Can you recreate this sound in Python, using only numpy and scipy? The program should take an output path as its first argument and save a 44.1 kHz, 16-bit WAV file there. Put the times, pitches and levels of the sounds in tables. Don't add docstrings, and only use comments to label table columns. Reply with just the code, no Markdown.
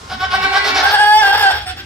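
import sys
import numpy as np
from scipy import signal
from scipy.fft import rfft, irfft
from scipy.io import wavfile
from scipy.ndimage import uniform_filter1d

SR = 44100
rng = np.random.default_rng(int(sys.argv[2]) if len(sys.argv) > 2 else 0)


def convert_level_to_amplitude(level_db):
    exponent = np.asarray(level_db, float) / 20
    return 10 ** exponent


def master_out(mix):
    frames = np.transpose(np.atleast_2d(mix))
    ceiling = np.clip(frames, -1, 1)
    pcm = np.round(ceiling * 32767).astype(np.int16)
    wavfile.write(sys.argv[1], SR, pcm)


N = 81585
t = np.arange(N) / SR

# [f/Hz, density/dB per Hz]
YARD_SPECTRUM = [(30, -8.5), (90, -5), (200, -17), (600, -19.5), (1400, -28), (3000, -26), (7000, -37),
                 (15000, -62)]
# [t/s, f/Hz, level/dB]
DRONE = [
    (0, 349.3, -41),
    (.12, 360.2, -53),
    (.2, 361.5, -36.5),
    (.4, 369.7, -27),
    (.7, 366.7, -28.5),
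    (.88, 365.1, -23.5),
]
# [multiple, level/dB]
DRONE_HARMONICS = [(2, -11), (3, -2), (4, -2), (5, -17), (6, -9)]
# [t/s, length/s, level/dB, f/Hz, roughness/0-1]
BURSTS = [
    (.095, 0.053, -29, 368.8, 0.49),
    (.2, 0.05, -22.5, 373.7, 0.31),
    (.31, 0.052, -20, 368.9, 0.32),
    (.42, 0.037, -19.5, 378.9, 0.36),
    (.525, 0.056, -19.5, 379.6, 0.3),
    (.645, 0.059, -21.5, 431, 0.9),
    (.75, .065, -19, 430.5, 0.9),
    (.855, .06, -22.5, 430.3, 0.83),
]
# [multiple, level/dB]
STUTTER_HARMONICS = [(1, -14), (2, -0.5), (3, -4.5), (4, 0.5), (5, -9.5), (6, -10), (7, -13), (8, -6.5),
                     (9, -8.5), (10, -7), (11, -27), (12, -40), (13, -17), (14, -9.5), (15, -39), (16, -58)]
# [f/Hz, width/Hz, level/dB]
STUTTER_THROAT = [(418, 22, -10.5), (736, 217, -7.5), (1435, 670, -6.5), (2230, 440, -14.5),
                  (3660, 2500, -3.5), (4470, 2500, -4), (5400, 870, -8)]
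# [t/s, multiple, lift/dB, width/s]
STUTTER_SHIFTS = [(.132, 2, 7, .01), (.243, 2, 5, .01), (.232, 3, 5, .015), (.335, 3, 6, .012),
                  (.44, 3, 6, .01), (.552, 3, 4, .014), (.225, 6, 6, .012), (.33, 6, 5, .012),
                  (.432, 6, 9, .012)]
# [t/s, length/s, start f/Hz, end f/Hz, level/dB]
GRUNTS = [
    (0.1, 0.13, 164, 296, -34),
    (0.213, 0.31, 230, 164.7, -37.5),
    (0.418, 0.1, 253, 282, -36.5),
    (0.638, 0.217, 300.7, 279.8, -32.5),
]
# [t/s, f/Hz, level/dB]
HUM = [
    (.23, 383, -30.5),
    (.31, 385, -49),
    (.345, 385.5, -23.5),
    (.4, 383.7, -21),
    (.5, 387.7, -18),
    (.57, 394.3, -17.5),
    (.62, 397.7, -17.5),
    (.7, 385, -20.5),
    (.82, 378.2, -20.5),
]
# [multiple, level/dB]
HUM_HARMONICS = [(1, -9.5), (2, 1), (3, -38), (4, -5.5), (5, -4.5), (6, -8), (7, -11), (8, -41), (9, -22),
                 (10, -15), (11, -10.5), (12, -26.5)]
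# [t/s, multiple, lift/dB, width/s]
HUM_SHIFTS = [(.35, 2, 8.5, .01), (.388, 2, 9, 0.0078), (.415, 2, -8, .008), (.49, 2, 1.5, 0.0049),
              (.502, 2, -27, 0.0047), (.525, 2, 6.5, 0.0059), (.575, 2, 13.5, 0.0041), (.63, 2, -9, 0.062),
              (.41, 5, -10, 0.013), (.473, 5, 0, 0.015), (.525, 5, -9, 0.012), (.628, 5, 4.5, 0.015),
              (.41, 6, -19, .015), (.45, 6, 13.5, 0.005), (.52, 6, 3, 0.018), (.605, 6, 5.5, 0.015),
              (.76, 6, 8, .04)]
# [t/s, lift of the fourth harmonic/dB]
RINGS = [
    (0.252, 24),
    (0.348, 21.5),
    (0.457, 20),
    (0.568, 16),
    (1.792, 17.5),
]
# [t/s, f/Hz, level/dB, lift of the fourth harmonic/dB]
CRY = [(.82, 354.8, -13.5, -3), (.86, 399.4, -10.5, 4.5), (.9, 402.8, -18, -3.5), (.95, 418, -7.5, 0.5),
       (.972, 388.4, -19, 7), (1.0, 419.7, -8, 0.5), (1.05, 415.3, -8.5, 2), (1.125, 423, -6.5, -4),
       (1.172, 428.9, -5, -15), (1.2, 437.3, -11.5, -2.5), (1.245, 395.3, -9.5, 5), (1.305, 396.3, -11, 0),
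       (1.35, 412, -11, 3.5), (1.41, 418, -10, -1.5), (1.46, 391.1, -10, 2.5), (1.495, 389.5, -12, -3),
       (1.51, 361, -14, -6), (1.535, 409.3, -19.5, 14), (1.6, 406.2, -25, -33)]
# [t/s, roughness/0-1]
CRY_ROUGHNESS = [(.82, .4), (.87, .3), (.9, .6), (.95, .35), (1.0, .2), (1.04, .28), (1.08, .06),
                 (1.205, .06), (1.235, .4), (1.31, .4), (1.33, .55), (1.4, .7), (1.43, .45), (1.465, .2),
                 (1.495, .2), (1.52, .9)]
# [multiple, level/dB]
CRY_HARMONICS = [(1, -20.5), (2, -1.5), (3, -21), (4, -3.5), (5, -20.5), (6, -38.5), (7, -18.5), (8, -16.5),
                 (9, -28.5), (10, -36), (11, -19), (12, -18), (13, -28), (14, -52), (15, -71), (16, -48),
                 (17, -42), (18, -37), (19, -55), (20, -34.5), (21, -38), (22, -45.5)]
# [f/Hz, width/Hz, level/dB]
CRY_THROAT = [(448, 158, -9), (825, 187, 3), (1560, 730, -0.5), (2700, 920, -10), (3446, 480, 0),
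              (4770, 1260, -7), (5483, 400, -7)]
# [t/s, multiple, lift/dB, width/s]
CRY_SHIFTS = [(1.195, 13, 18.5, 0.011), (1.19, 8, 6, .018), (1.16, 8, -17, 0.0073), (1.097, 7, -12, 0.044),
              (1.16, 7, 4.5, 0.034), (1.19, 6, 20, 0.031), (1.2, 5, 3, 0.032), (1.09, 12, -15, 0.057),
              (1.1, 3, 5, 0.0091), (1.405, 2, -22, 0.011), (1.415, 4, 5, 0.016)]
# [t/s, level/dB]
CATCHES = [(1.053, -3.5), (1.243, -5.5), (1.267, -0.5), (1.287, -0.5), (1.321, -19), (1.34, -4.5),
           (1.368, -16), (1.389, -9), (1.404, -5), (1.421, -6), (1.442, 1.5)]
# [t/s, length/s, level/dB, f/Hz, roughness/0-1]
SOBS = [
    (1.57, 0.066, -28.5, 411.7, 0.38),
    (1.664, 0.048, -24.5, 371.3, 0.38),
    (1.765, 0.041, -29, 392.8, 0.36),
]
# [t/s, multiple, lift/dB, width/s]
SOB_SHIFTS = [
    (1.79, 2, -12.5, 0.028),
    (1.73, 2, 10, 0.0094),
    (1.685, 2, 1.5, 0.0049),
]
# [f/Hz, width/Hz, level/dB]
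TEETH = [(7270, 470, 2.5), (8460, 710, 4.5), (9420, 540, 2), (10450, 510, -5), (12230, 1300, 0.5),
         (14400, 1600, 0.5)]

DRONER = dict(late_ms=2.2, pan_db=-3.5, wall_db=-1.5, rasp_db=3, hiss_db=-70)
STUTTERER = dict(late_ms=.03, pan_db=0.37, wall_db=-6, rasp_db=4.54, hiss_db=-22.5)
HUMMER = dict(late_ms=.1, pan_db=0, wall_db=-9, rasp_db=1.8, hiss_db=-48)
CRIER = dict(late_ms=-0.12, pan_db=-0.5, wall_db=-7, rasp_db=0.5, hiss_db=-23)
SOBBER = dict(rasp_db=4, hiss_db=-17.5)

JITTER, JITTER_HZ, JITTER_SPAN = .04, 120, 1100
SHIMMER_DB, SHIMMER_HZ = 3, 80
BREAK_HZ, BREAK_OVER, BREAK_DB = 230, 1.35, -22
TOP_DB_PER_OCT = -14.5
GATE_CYCLES = 0.6
HISS_HZ, HISS_CLEAR = 6330, 0.46
TEETH_FLICKER_DB, TEETH_FLICKER_HZ = 4, 30
ATTACK_S, RELEASE_S, LEAK_DB = .026, 0.013, -17
RISE_PER_S, HOARSE = .8, .7
SWELL_DB, SWELL_S, SWELL_LATE_S = 15.5, 0.012, 0.03
RING_S, CATCH_S, SOB_RING_DB = 0.011, .003, -14
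HUM_ROUGHNESS, DRONE_ROUGHNESS = 0.17, 0.35
YARD_DB, FLICKER_DB = -37.5, 3
RUMBLE_HZ, RUMBLE_WIDTH_HZ, RUMBLE_DB = 75.7, 29.7, -37.5
WALL_S, WALL_T60_S, WALL_HZ, WALL_WIDTH_HZ = .004, 0.19, 2045, 4950
PORT_HZ = 5800
NOTCH_HZ, NOTCH_WIDTH_HZ, NOTCH_SHARE = 426, 130, 0.46
DUCK_DB, DUCK_S = -9.5, 0.024
LIMIT, BASS_CUT_HZ = 1.06, 16


def level(x, db):
    return x * convert_level_to_amplitude(db) / np.sqrt(np.mean(x ** 2))


def band(x, hz, width):
    return signal.lfilter(*signal.iirpeak(hz, hz / width, fs=SR), x)


def twice_band(x, hz, width):
    return band(band(x, hz, width), hz, width)


def walk(rate_hz):
    hold = max(int(SR / rate_hz), 2)
    x = np.repeat(rng.standard_normal(N // 40)[:N // hold + 1], hold)
    return 1.4 * uniform_filter1d(uniform_filter1d(x, hold), hold)[:N]


def curve(rows, column):
    rows = np.array(rows, float)
    return np.interp(t, rows[:, 0], rows[:, column])


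def ends(rows):
    return np.clip(np.minimum(t - rows[0][0], rows[-1][0] - t) / 0.013, 0, 1)


def bump(s, width):
    return np.exp(-.5 * ((t - s) / width) ** 2)


def rings():
    return sum(db * bump(s, RING_S) for s, db in RINGS)


def vocal_folds(phase, rough, harmonics, ring_db, swell_db, shifts):
    flutter = [walk(SHIMMER_HZ) for _ in range(2)]
    broken = uniform_filter1d(1. * (walk(BREAK_HZ) > BREAK_OVER), 60)
    breaks = broken * np.clip(2 * rough - .2, 0, 1)
    last, last_db = harmonics[-1]
    upper = [(m, last_db + TOP_DB_PER_OCT * np.log2(m / last)) for m in range(int(last) + 1, 37)]
    harmonics = list(harmonics) + upper
    norm = np.sqrt(sum(convert_level_to_amplitude(2 * db) for _, db in harmonics) / 2)
    tone = 0
    for m, db in harmonics:
        lift = sum(rise * bump(s, width) for s, k, rise, width in shifts if round(k) == m)
        gain_db = db + lift + SHIMMER_DB * rough * flutter[m > 4]
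        gain_db = gain_db + ring_db * (m == 4) + swell_db * (m in (2, 3))
        spread = (m > 4) * m * m
        tone = tone + convert_level_to_amplitude(gain_db) * np.cos(2 * np.pi * m * phase + spread)
    return convert_level_to_amplitude(BREAK_DB * breaks) * tone / norm


def breath(phase, throat):
    puffs = np.exp(-(phase % 1) / GATE_CYCLES)
    air = puffs * rng.standard_normal(N) * convert_level_to_amplitude(SHIMMER_DB * np.clip(walk(SHIMMER_HZ), -2, 1.5) / 2)
    rasp = 0
    for k, (hz, width, db) in enumerate(throat):
        rasp = rasp + (-1) ** k * convert_level_to_amplitude(db) * level(twice_band(air, hz, width), 0)
    whistle = 0
    for hz, width, db in TEETH:
        flicker_db = TEETH_FLICKER_DB * walk(TEETH_FLICKER_HZ)
        whistle = whistle + convert_level_to_amplitude(db + flicker_db) * level(twice_band(air, hz, width), 0)
    hiss = signal.sosfilt(signal.butter(4, HISS_HZ, "high", fs=SR, output="sos"), whistle)
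    return rasp, hiss


def voice(hz, rough, harmonics, throat, goat, ring_db=0, swell_db=0, shifts=()):
    wobble = walk(JITTER_HZ)
    wobble = wobble - uniform_filter1d(wobble, JITTER_SPAN)
    phase = np.cumsum(hz * (1 + JITTER * rough * wobble)) / SR
    tone = vocal_folds(phase, rough, harmonics, ring_db, swell_db, shifts)
    rasp, hiss = breath(phase, throat)
    rasp = rough * level(rasp, goat["rasp_db"])
    hiss = (HISS_CLEAR + rough) * level(hiss, goat["hiss_db"])
    return np.sqrt(1 - rough ** 2) * tone + rasp + hiss


def yard():
    out, rows = 0, np.array(YARD_SPECTRUM)
    for hz in 40 * 2 ** np.arange(0, 8.6, .5):
        mid, side = (twice_band(rng.standard_normal(N), hz, hz / 2) for _ in range(2))
        db = np.interp(np.log(hz), np.log(rows[:, 0]), rows[:, 1]) + FLICKER_DB * walk(6.7)
        out = out + convert_level_to_amplitude(db) * (mid + min(hz / 990.0, .7) * side * np.array([[1], [-1]]))
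    rumble = twice_band(rng.standard_normal(N), RUMBLE_HZ, RUMBLE_WIDTH_HZ)
    return level(out, YARD_DB) + level(rumble, RUMBLE_DB) * convert_level_to_amplitude(2 * walk(7.04))


def drone():
    tone = voice(curve(DRONE, 1), DRONE_ROUGHNESS, DRONE_HARMONICS, CRY_THROAT, DRONER)
    return ends(DRONE) * convert_level_to_amplitude(curve(DRONE, 2)) * tone


def stutter(rows, harmonics, throat, goat, ring_db=0, rise=1, shifts=()):
    gain, hz = np.zeros(N), np.zeros(N)
    for start, length, db, pitch, _ in rows:
        u = t - start
        attack = np.sin(np.pi / 2 * np.clip(u / ATTACK_S + 0.55, 0, 1)) ** 2
        release = np.exp(-np.clip(u - length, 0, None) / RELEASE_S)
        leak = convert_level_to_amplitude(LEAK_DB) * np.clip(u / ATTACK_S + 2, 0, 1) * (u < .13)
        gain = np.maximum(gain, convert_level_to_amplitude(db) * np.maximum(attack * release, leak))
        rising = pitch * (1 + rise * RISE_PER_S * np.clip(u - length / 2, -.04, .03))
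        hz = np.where((u > -.01) | (hz == 0), rising, hz)
    rough = np.clip(curve(rows, 4), 0, .98)
    swells = sum(bump(row[0] + SWELL_LATE_S, SWELL_S) for row in rows if row[4] < HOARSE)
    swell_db = rise * SWELL_DB * (swells - .5)
    tone = voice(uniform_filter1d(hz, 300), rough, harmonics, throat, goat, ring_db, swell_db, shifts)
    return uniform_filter1d(gain, 200) * tone


def grunts():
    out = 0
    for start, length, from_hz, to_hz, db in GRUNTS:
        u = np.clip((t - start) / length, 0, 1)
        hz = (from_hz + (to_hz - from_hz) * u) * (1 + 0.11 * walk(60))
        tone = np.sin(2 * np.pi * np.cumsum(hz) / SR)
        out = out + convert_level_to_amplitude(db + 2.5 * walk(39.2)) * np.sin(np.pi * u) * tone
    return out * convert_level_to_amplitude(np.array([[-1.5], [1.5]]))


def hum():
    tone = voice(curve(HUM, 1), HUM_ROUGHNESS, HUM_HARMONICS, CRY_THROAT, HUMMER, rings(),
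                 shifts=HUM_SHIFTS)
    return ends(HUM) * convert_level_to_amplitude(curve(HUM, 2)) * tone


def cry():
    held = voice(curve(CRY, 1), curve(CRY_ROUGHNESS, 1), CRY_HARMONICS, CRY_THROAT, CRIER,
                 curve(CRY, 3), shifts=CRY_SHIFTS)
    held = held * convert_level_to_amplitude(sum(db * bump(s, CATCH_S) for s, db in CATCHES))
    ring_db = rings() * (t > 1) + SOB_RING_DB
    sobs = stutter(SOBS, CRY_HARMONICS, CRY_THROAT[2:], SOBBER, ring_db, rise=0, shifts=SOB_SHIFTS)
    return ends(CRY) * convert_level_to_amplitude(curve(CRY, 2)) * held + sobs


def placed(x, goat):
    hz = np.arange(N // 2 + 1) / N * SR
    late_s = goat["late_ms"] / 1000 / (1 + (hz / PORT_HZ) ** 4)
    left = irfft(rfft(x) * np.exp(-2j * np.pi * hz * late_s), N)
    u = t[:SR // 3] - WALL_S
    wash = band(rng.standard_normal((2, len(u))), WALL_HZ, WALL_WIDTH_HZ)
    wash = wash * (u > 0) * convert_level_to_amplitude(-60 * u / WALL_T60_S)
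    wash *= convert_level_to_amplitude(goat["wall_db"]) / np.sqrt(np.sum(wash ** 2, axis=1)[:, None])
    wet = signal.fftconvolve(x[None], wash, axes=1)[:, :N]
    left = left * convert_level_to_amplitude(goat["pan_db"] / 2) + wet[0]
    right = x * convert_level_to_amplitude(-goat["pan_db"] / 2) + wet[1]
    return np.array([left - NOTCH_SHARE * band(left, NOTCH_HZ, NOTCH_WIDTH_HZ), right])


def scene():
    stuttering = stutter(BURSTS, STUTTER_HARMONICS, STUTTER_THROAT, STUTTERER, shifts=STUTTER_SHIFTS)
    goats = placed(drone(), DRONER) + placed(stuttering, STUTTERER)
    goats = goats + placed(hum(), HUMMER) + placed(cry(), CRIER)
    loud = uniform_filter1d(np.abs(goats[0]), int(DUCK_S * SR))
    return goats + grunts() + yard() * convert_level_to_amplitude(DUCK_DB * loud)


def band_limit(x):
    return signal.sosfilt(signal.butter(12, 15960, fs=SR, output="sos"), x)


def record(dry):
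    rounded = np.tanh(LIMIT * dry) / LIMIT
    mix = signal.lfilter(*signal.butter(2, BASS_CUT_HZ, "high", fs=SR), rounded)
    return band_limit(mix)


dry = scene()
out = record(dry)
master_out(out)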